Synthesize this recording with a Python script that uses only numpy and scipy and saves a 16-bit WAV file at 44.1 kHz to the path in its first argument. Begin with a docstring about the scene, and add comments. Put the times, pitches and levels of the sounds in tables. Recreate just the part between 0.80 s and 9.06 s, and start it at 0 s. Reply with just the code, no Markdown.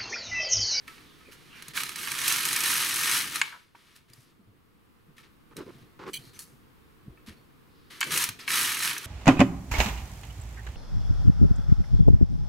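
"""A small room with a knitting machine. The carriage is eased onto the needles, rattles left, clacks free.
A claw weight is hung on the knitting: the bed bumps, the stand creaks, metal clinks.
Two shoves take the carriage back right. The push sets needle rate, rattle and bed rumble;
each needle passed clacks on the cams, ticks its latch and twangs its shank."""
import sys
import numpy as np
from scipy import signal
from scipy.fft import rfft, irfft
from scipy.io import wavfile
from scipy.ndimage import uniform_filter1d

SR = 44100
rng = np.random.default_rng(int(sys.argv[2]) if len(sys.argv) > 2 else 0)


def dump(signal):
    """Clip the signal to [-1, 1] and save it as 16-bit WAV at the path in sys.argv[1]."""
    limited = np.clip(np.atleast_2d(signal).T, -1, 1)
    pcm = np.round(limited * 32767).astype(np.int16)
    wavfile.write(sys.argv[1], SR, pcm)


N = 364266

# hand pushes on the carriage (time [s], level [dB])
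LEFT_PASS = [(0.935, -45.5), (0.968, -31), (1.152, -45), (1.16, -38), (1.374, -33), (1.504, -24.5),
             (1.618, -29.5), (1.832, -29.5), (1.836, -25.5), (2.146, -29), (2.364, -24.5), (2.42, -29),
             (2.45, -34.5), (2.52, -37.5), (2.558, -30), (2.6, -39.5)]
FIRST_SHOVE = [(7.239, -32), (7.252, -41), (7.3, -38.5), (7.322, -27), (7.432, -26.5), (7.453, -33.5),
               (7.482, -37.5), (7.512, -51), (7.539, -63.5)]
SECOND_SHOVE = [(7.66, -56.5), (7.686, -31.5), (7.752, -24.5), (7.854, -26.5), (8.001, -33), (8.03, -27.5),
                (8.07, -26.5), (8.212, -43.5), (8.26, -38.5)]
# carriage position (time [s], left over right [dB])
CARRIAGE_PAN = [(1.0, -2.5), (1.7, -1.5), (2.5, 1.3), (7.4, 0.5), (8.26, -2)]
# needle bed response (frequency [Hz], level [dB])
BED_SPECTRUM = [(290, -41), (500, -19), (613, -19.5), (760, -14), (906, -7), (1260, -3), (2010, -2),
                (2980, -3.5), (4660, -4), (6140, -6), (7210, -5), (11100, -4.5), (14000, -10.5),
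                (16000, -17)]
# its narrow resonances (frequency [Hz], width [Hz], gain [dB])
BED_RINGS = [(930, 16, -5.5), (1270, 140, -13), (1760, 97, -7.5), (2200, 57, -7.5), (2955, 100, -13),
             (4058, 45, -10.5), (5550, 160, -13.5), (6010, 68, -5.5), (6360, 45, -6.5), (8490, 45, -6),
             (10560, 48, -4.5), (11500, 30, -3.5), (13770, 400, -10)]
# its antiresonances (frequency [Hz], width [Hz], cancelled share [dB])
BED_DIPS = [(1447, 71, -13), (4850, 330, -14.5), (7470, 540, -12.5), (12740, 1200, -12.5)]
# modes of cams, latches, steel shanks and resting bed (frequency [Hz], level [dB], T60 [s])
CAM_MODES = [(1261, -4.5, 0.038), (1602, -8, 0.03), (1820, -3.5, 0.035), (2214, -7, 0.037),
             (2465, -1, 0.027), (2895, -3, 0.017), (3280, -4.5, 0.015), (4034, -3.5, 0.044)]
LATCH_MODES = [(6030, -7.5, 0.04), (6270, -8.5, .04), (8440, -7, 0.035), (9170, -6.5, 0.025),
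               (10570, -5.5, 0.025), (11540, -0.5, 0.033)]
SHANK_MODES = [(2987, -1, 0.045), (5680, -3.5, 0.04), (9550, -0.5, 0.04)]
BED_MODES = [(1293, -1.6, 0.18), (1805, 0, 0.061), (2274, -1, 0.043), (2573, -1.2, 0.068)]
# needles and cams snapping over (time [s], level [dB], relative treble [dB])
SNAPS = [(0.079, -35, -10.5), (0.823, -25.5, -12.5), (0.8817, -29.5, -6), (0.973, -14.5, -34),
         (1.0041, -14, -19), (1.0336, -15.5, -11.5), (1.092, -19.5, -11), (1.158, -20.5, -10),
         (1.2133, -26, -13), (1.317, -16, -10.5), (1.389, -17, -9.5), (1.4798, -12.5, -3.5),
         (1.523, -15.5, -3.5), (1.652, -11, -9.5), (1.6873, -14.5, -8.5), (1.729, -13.5, -7),
         (1.761, -15.5, -2.5), (1.805, -16.5, -5), (1.8353, -15.5, -8), (1.9754, -25, -2), (2.159, -19, -3),
         (2.5568, -14.5, -13.5), (2.6153, -23, -4.5), (3.299, -41.5, -9), (3.334, -36, -4.5),
         (4.381, -32, -21), (4.7668, -26, -10.5), (5.5907, -31.5, -2.5), (7.206, -27.5, 3.5),
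         (7.3213, -18, -12), (7.375, -15, -3), (7.4391, -21, 2.5), (7.4893, -17, -9), (7.704, -10, -18),
         (7.741, -15, -13), (7.917, -17, -13), (7.99, -22, -6), (8.024, -15, -14), (8.18, -34, 6)]
# carriage shell hitting the rail (time [s], level [dB], low-pass [Hz])
KNOCKS = [(0.078, -37.5, 2900), (0.18, -47, 2030), (0.9745, -28, 7900), (1.232, -31, 1990),
          (1.273, -26.5, 2850), (1.3194, -34, 4040), (1.763, -28, 9000), (2.615, -9, 7200),
          (2.725, -23, 1300), (2.951, -31.5, 1090), (7.2116, -19, 9400), (7.228, -21, 6200),
          (7.678, -22.5, 3180), (8.1098, -26, 5000), (8.165, -30, 3340)]
# shell resonances (frequency [Hz], least width [Hz], gain [dB])
SHELL_RINGS = [(950, 60, -11.5), (1135, 93, -5), (1650, 220, 2), (1850, 170, -2.5), (2260, 130, 6),
               (2572, 130, 1.5), (2954, 260, -3.5), (4170, 600, -11.5), (6960, 1500, -8.5),
               (12900, 4000, -20.5)]
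# carriage on bare rail (time [s], length [s], level [dB], fade [dB/s])
GLIDES = [(0.0, 0.8, -64, -6.5), (0.073, 0.19, -52.5, 50.5), (0.754, 0.16, -57, -39),
          (2.624, 0.18, -32, 143), (2.949, 0.24, -55.5, 0), (3.283, 0.24, -58.5, 30),
          (7.104, 0.16, -48, 60), (7.59, 0.065, -45, 118)]
# scrapes on rail and needles, and at 5.35 s the claw weight ringing on (time [s], length [s], level [dB], start
# [Hz], end [Hz], width [Hz])
RUBS = [(0.236, 0.14, -67.5, 3590, 3320, 400), (0.448, 0.056, -61, 2450, 2340, 180),
        (0.683, 0.15, -56.5, 2810, 2390, 800), (0.69, 0.15, -59.5, 1406, 1650, 597),
        (2.693, 0.09, -42.5, 1700, 1043, 606), (3.337, 0.19, -70, 5350, 4720, 1500),
        (5.35, 0.22, -65, 4350, 4140, 650), (6.861, 0.32, -73.5, 4350, 3780, 2000),
        (7.599, 0.024, -50.5, 5230, 4930, 1190)]
# claw weight scraping metal (time [s], length [s], level [dB])
CLAW_SCRAPES = [(5.332, 0.0036, -35), (5.337, 0.012, -32.5), (5.35, 0.012, -37), (5.362, 0.0147, -39.5)]
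# weight resonances (frequency [Hz], width [Hz], gain [dB])
CLAW_RINGS = [(2380, 40, 1), (2435, 30, 9), (3060, 42, 12), (3110, 45, 4), (3220, 87, 9), (4040, 70, 5),
              (4370, 160, 2.5), (6090, 32, 11), (8400, 2400, -7), (9770, 49, 4), (10400, 970, -8),
              (14500, 1800, -8)]
# touches on the needles (time [s], length [s], midrange [dB], treble [dB])
BRUSHES = [(0.517, 0.025, -54, -56), (3.156, 0.014, -51.5, -50), (3.332, 0.11, -70, -61),
           (4.367, 0.048, -58, -64), (4.428, 0.036, -60, -74), (4.766, 0.019, -49.5, -52.5),
           (4.788, 0.24, -64, -71.5), (5.276, 0.22, -63, -62), (5.532, 0.049, -57.5, -59),
           (5.593, 0.037, -58, -46.5), (6.464, 0.038, -52.5, -59), (6.5, 0.028, -60, -68)]
# flicked bed parts (time [s], level [dB], frequency [Hz], T60 [s])
PINGS = [(2.949, -37, 946, 0.057), (3.334, -36.5, 4870, 0.022), (5.547, -52.5, 6100, 0.15),
         (5.596, -48, 4350, 0.14), (6.571, -66, 4393, 0.24)]
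# taps on the bed (time [s], level [dB])
TAPS = [(0.08, -44.5), (0.409, -58), (4.3815, -53), (4.436, -58), (6.374, -56)]
# hands bumping the bed (time [s], level [dB], start pitch [Hz])
BUMPS = [(0.885, -49.5, 152), (3.3, -48, 138), (3.379, -44.5, 135), (3.592, -49, 220), (3.674, -44, 121),
         (4.281, -47, 170), (4.775, -43.5, 180), (4.952, -46, 148), (5.015, -49.5, 124), (5.282, -50, 345),
         (5.387, -50, 143), (5.468, -49, 125), (5.726, -52, 150), (6.259, -47, 225), (6.277, -40, 145),
         (6.298, -44.5, 70), (6.477, -42, 236), (6.485, -43.5, 90), (7.271, -46, 130), (7.32, -37, 172),
         (7.488, -41, 119)]
# bed rumble (frequency [Hz], level [dB])
RUMBLE_SPECTRUM = [(24, -61), (40, -21.5), (54, -19), (81, -9), (146, 3), (204, -4.5), (310, -0.5),
                   (413, -3.5), (599, -14.5), (700, -9.5), (910, -49.5), (1540, -120)]
# slips of the stand (time [s], length [s], level [dB], relative edge [dB])
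CREAKS = [(0.479, 0.021, -49.5, -15), (4.71, 0.027, -54.5, -4), (4.759, 0.026, -44.5, -20),
          (4.779, 0.04, -39.5, -8), (4.817, 0.019, -41.5, -9), (4.862, 0.046, -44.5, -13),
          (5.191, 0.051, -45, -2), (5.227, 0.02, -48.5, 3.5), (5.245, 0.025, -40, -8.5),
          (5.264, 0.02, -39, -3.5), (5.282, 0.017, -41.5, -1), (7.264, 0.0473, -42.5, -16),
          (7.318, 0.068, -45, -13)]
# resonances of stand and slip edge (frequency [Hz], width [Hz], gain [dB])
STAND_RINGS = [(172, 58, 0), (348, 140, 9.5), (465, 49, 0)]
EDGE_RINGS = [(1000, 390, 5), (1210, 470, -0.5), (1830, 6100, -14)]
# room noise (frequency [Hz], level [dB])
AIR_SPECTRUM = [(20, -10.5), (134, -6.5), (168, -8), (301, -9.5), (367, -13), (472, -14), (607, -27),
                (1120, -17.5), (1600, -23), (2750, -27), (4300, -32), (6360, -38), (10000, -35.5),
                (16000, -35)]

FULL_DRIVE_DB, COAST_DB_PER_S = -27, 169.5
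NEEDLES_PER_S, CLATTER_DB, SIZZLE_DB, RUMBLE_DB = 47, -32, -31.5, -49.5   # at drive 1
CAM_DB, LATCH_DB, SHANK_DB, CAM_SCATTER_S = -31.5, -32, -31, 0.0054
CATCH_SHARE, CATCH_DB, CATCH_TREBLE_DB, SNAP_RING_DB = 0.04, -18.5, -15.5, -16.5
KNOCK_HOLD_S, KNOCK_T60_S = 0.002, 0.032
GLIDE_TREBLE_DB, GLIDE_LOAD_DB = -7.5, -6
RUB_RELEASE_S, AFTER_RING_DB, AFTER_RING_T60_S = 0.011, -6, 0.53
BUMP_HOLD_S, BUMP_T60_S, BUMP_SAG_OCT_PER_S = 0.014, 0.11, 8
SHUDDER_DB, SHUDDER_T60_S = -18.5, 1.1
ROOM_DB, ROOM_T60_S, ROOM_TREBLE_T60_S, AIR_DB = -11, 0.32, 0.28, -60
WIDTH_DB, NARROW_HZ, NARROW_SHARE = 1.3, (5700, 9400), 0.67
LIMIT_DB, RELEASE_DB_PER_S, CUTOFF_HZ = -9, 4, 15750
SPLIT_HZ, MAX_HITS = 5000, 400


def hand_drive():
    """Push on the carriage: 0 at rest, about 1 at full speed; coasts after each push."""
    t = np.arange(N) / SR
    drive = 0
    for push in (LEFT_PASS, FIRST_SHOVE, SECOND_SHOVE):
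        start_s, end_s = push[0][0], push[-1][0]
        coast_db = COAST_DB_PER_S * np.maximum(t - end_s, 0)
        drive = drive + from_db(curve(push) - FULL_DRIVE_DB - coast_db) * (t >= start_s)
    return drive


def needle_times(drive):
    """Times [s] at which needles are reached; a harder push is faster."""
    passed = np.cumsum(NEEDLES_PER_S * drive ** 0.7) / SR
    return np.flatnonzero(np.diff(np.floor(passed))) / SR


def needle_beat(times_s):
    """Force pulses of needle butts on the cams, uneven in time and strength."""
    jitter, strength = rng.standard_normal((MAX_HITS, 2))[:len(times_s)].T
    hits_s = np.clip(times_s + .0012 * jitter, 0, (N - 1) / SR)
    hits_db = 1.5 * np.clip(strength, -2, 2)
    hits = contacts([(s, db, .035) for s, db in zip(hits_s, hits_db)])
    return unit_rms(np.hypot(1, hits))


def rattle(drive):
    """Many needles sliding through the cams: gritty, pulsing (clatter, sizzle) forces."""
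    beat = needle_beat(needle_times(drive))
    clatter = from_db(CLATTER_DB) * drive ** 0.91 * grit(spread_db=-1.8, grain_s=.00061)
    sizzle = from_db(SIZZLE_DB) * drive ** 1.17 * grit(spread_db=2.5, grain_s=.0019)
    return beat * np.array([clatter, sizzle])


def needle_bed(clatter, sizzle):
    """Forces to sound: the bed answers clatter in the midrange, the latches sizzle in the treble."""
    def radiate(force, band):
        rung = force + resonate(force, BED_RINGS) - resonate(force, BED_DIPS)
        return cut(cut(coloured(rung, BED_SPECTRUM), 850, "high"), SPLIT_HZ, band)
    out, impulse = 0, signal.unit_impulse(SR // 4)[None]
    for force, side_db, band in ((clatter, -10, "low"), (sizzle, -9.5, "high")):
        out = out + radiate(force * stereo_noise(side_db), band) / np.linalg.norm(radiate(impulse, band))
    return out


def needle_strikes(drive):
    """Each butt clacks on the cams, its latch flicks shut, its shank twangs."""
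    times_s = needle_times(drive)
    gains = drive[(times_s * SR).astype(int)] ** 0.83
    scatter_s = CAM_SCATTER_S * rng.standard_normal(MAX_HITS)[:len(times_s)]
    clacks_s = np.clip(times_s + scatter_s, 0, N / SR)
    cams = from_db(CAM_DB) * struck(clacks_s, gains, CAM_MODES, detune=.02, spread_db=4)
    latches = from_db(LATCH_DB) * struck(times_s, gains, LATCH_MODES, detune=.008, spread_db=4.5)
    # wide detune: shank pitch depends on how far the needle sticks out
    shanks = from_db(SHANK_DB) * struck(clacks_s, gains, SHANK_MODES, detune=.08, spread_db=.5)
    return cams + latches + shanks


def snaps(drive):
    """Caught needles let go, at listed times and at random: (clatter, sizzle) forces."""
    caught = [(s, CATCH_DB + 20 * np.log10(drive[round(s * SR)] + 1e-9), CATCH_TREBLE_DB)
              for s, chance in zip(needle_times(drive), rng.random(MAX_HITS)) if chance < CATCH_SHARE]
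    ticks = list(SNAPS) + caught
    clatter = contacts([(s, db - 20.5, .03) for s, db, _ in ticks])
    sizzle = contacts([(s, db + treble_db + .5, .025) for s, db, treble_db in ticks])
    return lag(np.array([clatter, sizzle]), tau_s=.0006)


def snap_rings():
    """The listed snaps ring the cams."""
    times_s, db, _ = np.transpose(SNAPS)
    return struck(times_s, from_db(db + SNAP_RING_DB), CAM_MODES, detune=.02, spread_db=3)


def shell_knocks():
    """The plastic shell hits the rail and chatters briefly; soft contacts are duller."""
    force, size = np.zeros((2, N + SR)), SR // 4
    decay = from_db(-60 * np.maximum(np.arange(size) / SR - KNOCK_HOLD_S, 0) / KNOCK_T60_S)
    for s, db, top_hz in KNOCKS:
        at = round(s * SR)
        burst = from_db(db) * decay * stereo_noise(side_db=-10.5, size=size)
        force[:, at:at + size] += cut(burst, top_hz, "low", order=2)
    damped = [(hz, max(width_hz, hz / 16), db) for hz, width_hz, db in SHELL_RINGS]
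    return cut(body(force[:, :N], damped), 920, "high", order=6)


def rail_glides():
    """Off the needles the carriage rubs only the rail: duller (clatter, sizzle) forces."""
    force = np.zeros(N)
    for s, length_s, db, fade_db_per_s in GLIDES:
        at, t = round(s * SR), np.arange(round(length_s * SR)) / SR
        force[at:at + len(t)] = np.hypot(force[at:at + len(t)], from_db(db - fade_db_per_s * t))
    friction = settle(uniform_filter1d(force, size=400)) * grit(spread_db=.5, grain_s=.016)
    return friction * from_db([[0], [GLIDE_TREBLE_DB]])


def rubs():
    """Friction through a resonance that slides with the contact; swells and fades."""
    out = np.zeros((2, N + SR))
    for s, length_s, db, start_hz, end_hz, width_hz in RUBS:
        at, size = round(s * SR), round(length_s * SR)
        phase = 2 * np.pi * np.cumsum(np.geomspace(start_hz, end_hz, size)) / SR
        ring = 0
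        for carrier in (np.sin(phase), np.cos(phase)):
            flutter = cut(stereo_noise(side_db=-8, size=SR // 2), width_hz / 2, "low", order=2)
            ring = ring + flutter[:, -size:] * carrier
        swell = np.sin(np.linspace(0, np.pi, size))
        out[:, at:at + size] += from_db(db) * unit_rms(ring * swell)
    return out[:, :N] * grit(spread_db=1, grain_s=.005)


def claw_weight():
    """The weight's metal plate scrapes and rings."""
    force = strokes(CLAW_SCRAPES) * grit(spread_db=3, grain_s=.001) * stereo_noise(side_db=-11)
    return cut(body(force, CLAW_RINGS), 1900, "high") * from_db([[-.8], [.8]])


def brushes():
    """Yarn, fingers and claw teeth brush the needles: (clatter, sizzle) forces."""
    clatter = strokes([(s, length_s, mid_db) for s, length_s, mid_db, _ in BRUSHES])
    sizzle = strokes([(s, length_s, treble_db) for s, length_s, _, treble_db in BRUSHES])
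    touch = uniform_filter1d(np.array([clatter, sizzle]), size=400)
    return settle(touch) * grit(spread_db=3, grain_s=.0019) * grit(spread_db=1, grain_s=.0094)


def pings():
    """Flicked metal parts, one decaying tone each."""
    t = np.arange(N) / SR
    return sum(contacts([(s, db, t60_s)]) * np.sin(2 * np.pi * hz * (t - s))
               for s, db, hz, t60_s in PINGS)


def taps():
    """Light taps ring the resting bed."""
    times_s, db = np.transpose(TAPS)
    return struck(times_s, from_db(db), BED_MODES, detune=.008, spread_db=2)


def bed_rumble(load):
    """The heavy bed rumbles under load and shudders after each bump or creak."""
    jolts = [(s, db) for s, db, _ in BUMPS] + [(s, db) for s, _, db, _ in CREAKS]
    shudder = contacts([(s, db + SHUDDER_DB, SHUDDER_T60_S) for s, db in jolts])
    shake = np.hypot(from_db(RUMBLE_DB) * load ** 0.46, shudder)
    return shake * coloured(stereo_noise(side_db=-19), RUMBLE_SPECTRUM) * grit(spread_db=1.2, grain_s=.02)


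def bed_bumps():
    """Hands bump the bed: thuds sink in pitch, damped by the knitting."""
    thuds, t = np.zeros(N), np.arange(SR // 4) / SR
    attack = 1 - np.exp(-t / .00067)
    decay = from_db(-60 * np.maximum(t - BUMP_HOLD_S, 0) / BUMP_T60_S)
    for s, db, hz in BUMPS:
        at = round(s * SR)
        phase = 2 * np.pi * np.cumsum(hz * 2 ** (-BUMP_SAG_OCT_PER_S * t)) / SR
        thuds[at:at + len(t)] += from_db(db) * attack * decay * np.sin(phase)
    return cut(thuds * grit(spread_db=4, grain_s=.003), 450, "low")


def stand_creaks():
    """Stick-slip of the loaded stand: a low groan with a rasping edge."""
    force = strokes([(s, length_s, db) for s, length_s, db, _ in CREAKS])
    edge = strokes([(s, length_s, db + edge_db) for s, length_s, db, edge_db in CREAKS])
    edge = np.maximum(edge, from_db(-12) * settle(edge))
    slips = grit(spread_db=2.5, grain_s=.003) * stereo_noise(side_db=-12)
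    groan = cut(body(force * slips, STAND_RINGS), 500, "low")
    rasp = cut(body(edge * slips, EDGE_RINGS), 700, "high")
    return (groan + cut(rasp, 4000, "low", order=2)) * from_db([[-.7], [.7]])


def room_echo(x):
    """Diffuse tail; treble dies sooner."""
    t = np.arange(SR // 2) / SR
    echoes = stereo_noise(side_db=-3, size=len(t)) * (t > .004)
    dull = cut(echoes, 8500, "low", order=2) * from_db(-60 * t / ROOM_T60_S)
    bright = cut(echoes, 12000, "high", order=2) * from_db(1 - 60 * t / ROOM_TREBLE_T60_S)
    tail = dull + bright
    return from_db(ROOM_DB) * signal.fftconvolve(x, tail / np.linalg.norm(tail[0]), axes=1)[:, :N]


def room_air():
    """Faint, steady, mostly low noise."""
    return from_db(AIR_DB) * coloured(stereo_noise(side_db=-1.5), AIR_SPECTRUM)


def struck(times_s, gains, modes, detune, spread_db):
    """Blows ring the modes, each with random pitch, strength, sign and pan."""
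    hz, db, t60_s = np.transpose(modes)[:, :, None]
    t, out = np.arange(int(t60_s.max() * SR)) / SR, np.zeros((2, N + SR))
    decay = from_db(db - 60 * t / t60_s)
    draws = np.clip(rng.standard_normal((MAX_HITS, 4, len(modes), 1)), -2, 2)
    for s, gain, (pitch, strength, sign, side) in zip(times_s, gains, draws):
        at = round(s * SR)
        tones = np.sign(sign) * np.sin(2 * np.pi * hz * (1 + detune * pitch) * t)
        rings = from_db(spread_db * strength) * decay * tones
        pan = from_db(2 * np.array([side[:, 0], -side[:, 0]]))
        out[:, at:at + len(t)] += gain * pan @ rings
    return cut(out[:, :N], 900, "high")


def contacts(rows):
    """Force envelope of impacts (time [s], level [dB], T60 [s])."""
    power = np.zeros(N)
    for s, db, t60_s in rows:
        at, t = round(s * SR), np.arange(int(2 * t60_s * SR)) / SR
        burst = from_db(db - 60 * t / t60_s)[:N - at]
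        power[at:at + len(burst)] += burst ** 2
    return np.sqrt(power)


def strokes(rows):
    """Force envelope of held, soft-ended rubs (time [s], length [s], level [dB])."""
    force = np.zeros(N)
    for s, length_s, db in rows:
        force[round(s * SR):round((s + length_s) * SR)] = from_db(db)
    return uniform_filter1d(force, size=100)


def settle(force):
    """Release of a rub: fast fall, then faint ringing."""
    after_ring = from_db(AFTER_RING_DB) * lag(force, AFTER_RING_T60_S / np.log(1000))
    return np.maximum(force, np.maximum(lag(force, RUB_RELEASE_S), after_ring))


def grit(spread_db, grain_s):
    """Unit-power roughness: one random strength per grain."""
    grain = np.arange(N) / SR / grain_s
    strengths = np.clip(rng.standard_normal(N + 1), -2.5, 2.5)
    return unit_rms(from_db(spread_db * np.interp(grain, np.arange(N + 1), strengths)))


def stereo_noise(side_db, size=N):
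    """White noise: unit-power mid, weaker side."""
    mid, side = rng.standard_normal((2, size))
    return mid + from_db(side_db) * side * [[1], [-1]]


def coloured(x, spectrum):
    """Minimum-phase filter; white noise keeps its power."""
    size = 8192
    hz, db = np.transpose(spectrum)
    bins_hz = np.maximum(np.arange(size // 2 + 1) * SR / size, 1)
    gains = from_db(np.interp(np.log(bins_hz), np.log(hz), db))
    cepstrum = irfft(np.log(gains))
    cepstrum[1:size // 2] *= 2
    cepstrum[size // 2 + 1:] = 0
    response = irfft(np.exp(rfft(cepstrum)))[:size // 2]
    return signal.fftconvolve(x, response[None] / np.linalg.norm(response), axes=1)[:, :N]


def resonate(x, rings):
    """Parallel resonators."""
    out = 0
    for hz, width_hz, db in rings:
        r = np.exp(-np.pi * width_hz / SR)
        poles = [1, -2 * r * np.cos(2 * np.pi * hz / SR), r * r]
        out = out + from_db(db) * (1 - r * r) / 2 * signal.lfilter([1, 0, -1], poles, x + 1e-18)
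    return out


def body(x, rings):
    """Resonators scaled so white noise keeps its power."""
    return resonate(x, rings) / np.linalg.norm(resonate(signal.unit_impulse(SR // 4), rings))


def cut(x, hz, kind, order=4):
    """Butterworth filter."""
    return signal.sosfilt(signal.butter(order, hz, kind, fs=SR, output="sos"), x + 1e-18)


def lag(x, tau_s):
    """One-pole smoothing."""
    keep = np.exp(-1 / (tau_s * SR))
    return signal.lfilter([1 - keep], [1, -keep], x + 1e-18)


def curve(rows):
    """Breakpoints to samples."""
    return np.interp(np.arange(N) / SR, *np.transpose(rows))


def unit_rms(x):
    """Scale to unit power."""
    return x / np.sqrt(np.mean(x ** 2) + 1e-20)


def from_db(db):
    """Decibels to gain."""
    return 10 ** (np.asarray(db) / 20)


def scene():
    """One drive sets rate, rattle and rumble; the carriage pans, stand and weight stay put."""
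    drive, gliding = hand_drive(), rail_glides()
    # unrelated forces add in power
    clatter, sizzle = np.sqrt(rattle(drive) ** 2 + gliding ** 2 + snaps(drive) ** 2 + brushes() ** 2)
    needles = needle_bed(clatter, sizzle) + needle_strikes(drive) + snap_rings()
    pan = from_db(curve(CARRIAGE_PAN) * [[.5], [-.5]])
    carriage = (needles + shell_knocks() + taps() + rubs()) * pan
    clinks = claw_weight() + pings()
    echoes = room_echo(carriage + from_db(-10) * clinks)
    load = drive + from_db(GLIDE_LOAD_DB - CLATTER_DB) * np.abs(gliding[0])
    return carriage + clinks + bed_rumble(load) + bed_bumps() + stand_creaks() + echoes + room_air()


def record(dry):
    """Stereo widened, but narrowed in one treble band; slow-release limiter; steep low-pass."""
    mid, side = (dry[0] + dry[1]) / 2, (dry[0] - dry[1]) / 2
    side = from_db(WIDTH_DB) * (side - NARROW_SHARE * cut(side, NARROW_HZ, "band", order=1))
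    stereo = np.array([mid + side, mid - side])
    peak_db = 20 * np.log10(np.abs(stereo).max(axis=0) + 1e-9)
    excess_db = np.maximum(peak_db - LIMIT_DB, 0)
    recovery_db = RELEASE_DB_PER_S * np.arange(N) / SR
    duck_db = uniform_filter1d(np.maximum.accumulate(excess_db + recovery_db) - recovery_db, size=128)
    low_pass = signal.ellip(12, .1, 80, CUTOFF_HZ, fs=SR, output="sos")
    return signal.sosfilt(low_pass, stereo * from_db(-duck_db))


dry = scene()
out = record(dry)
dump(out)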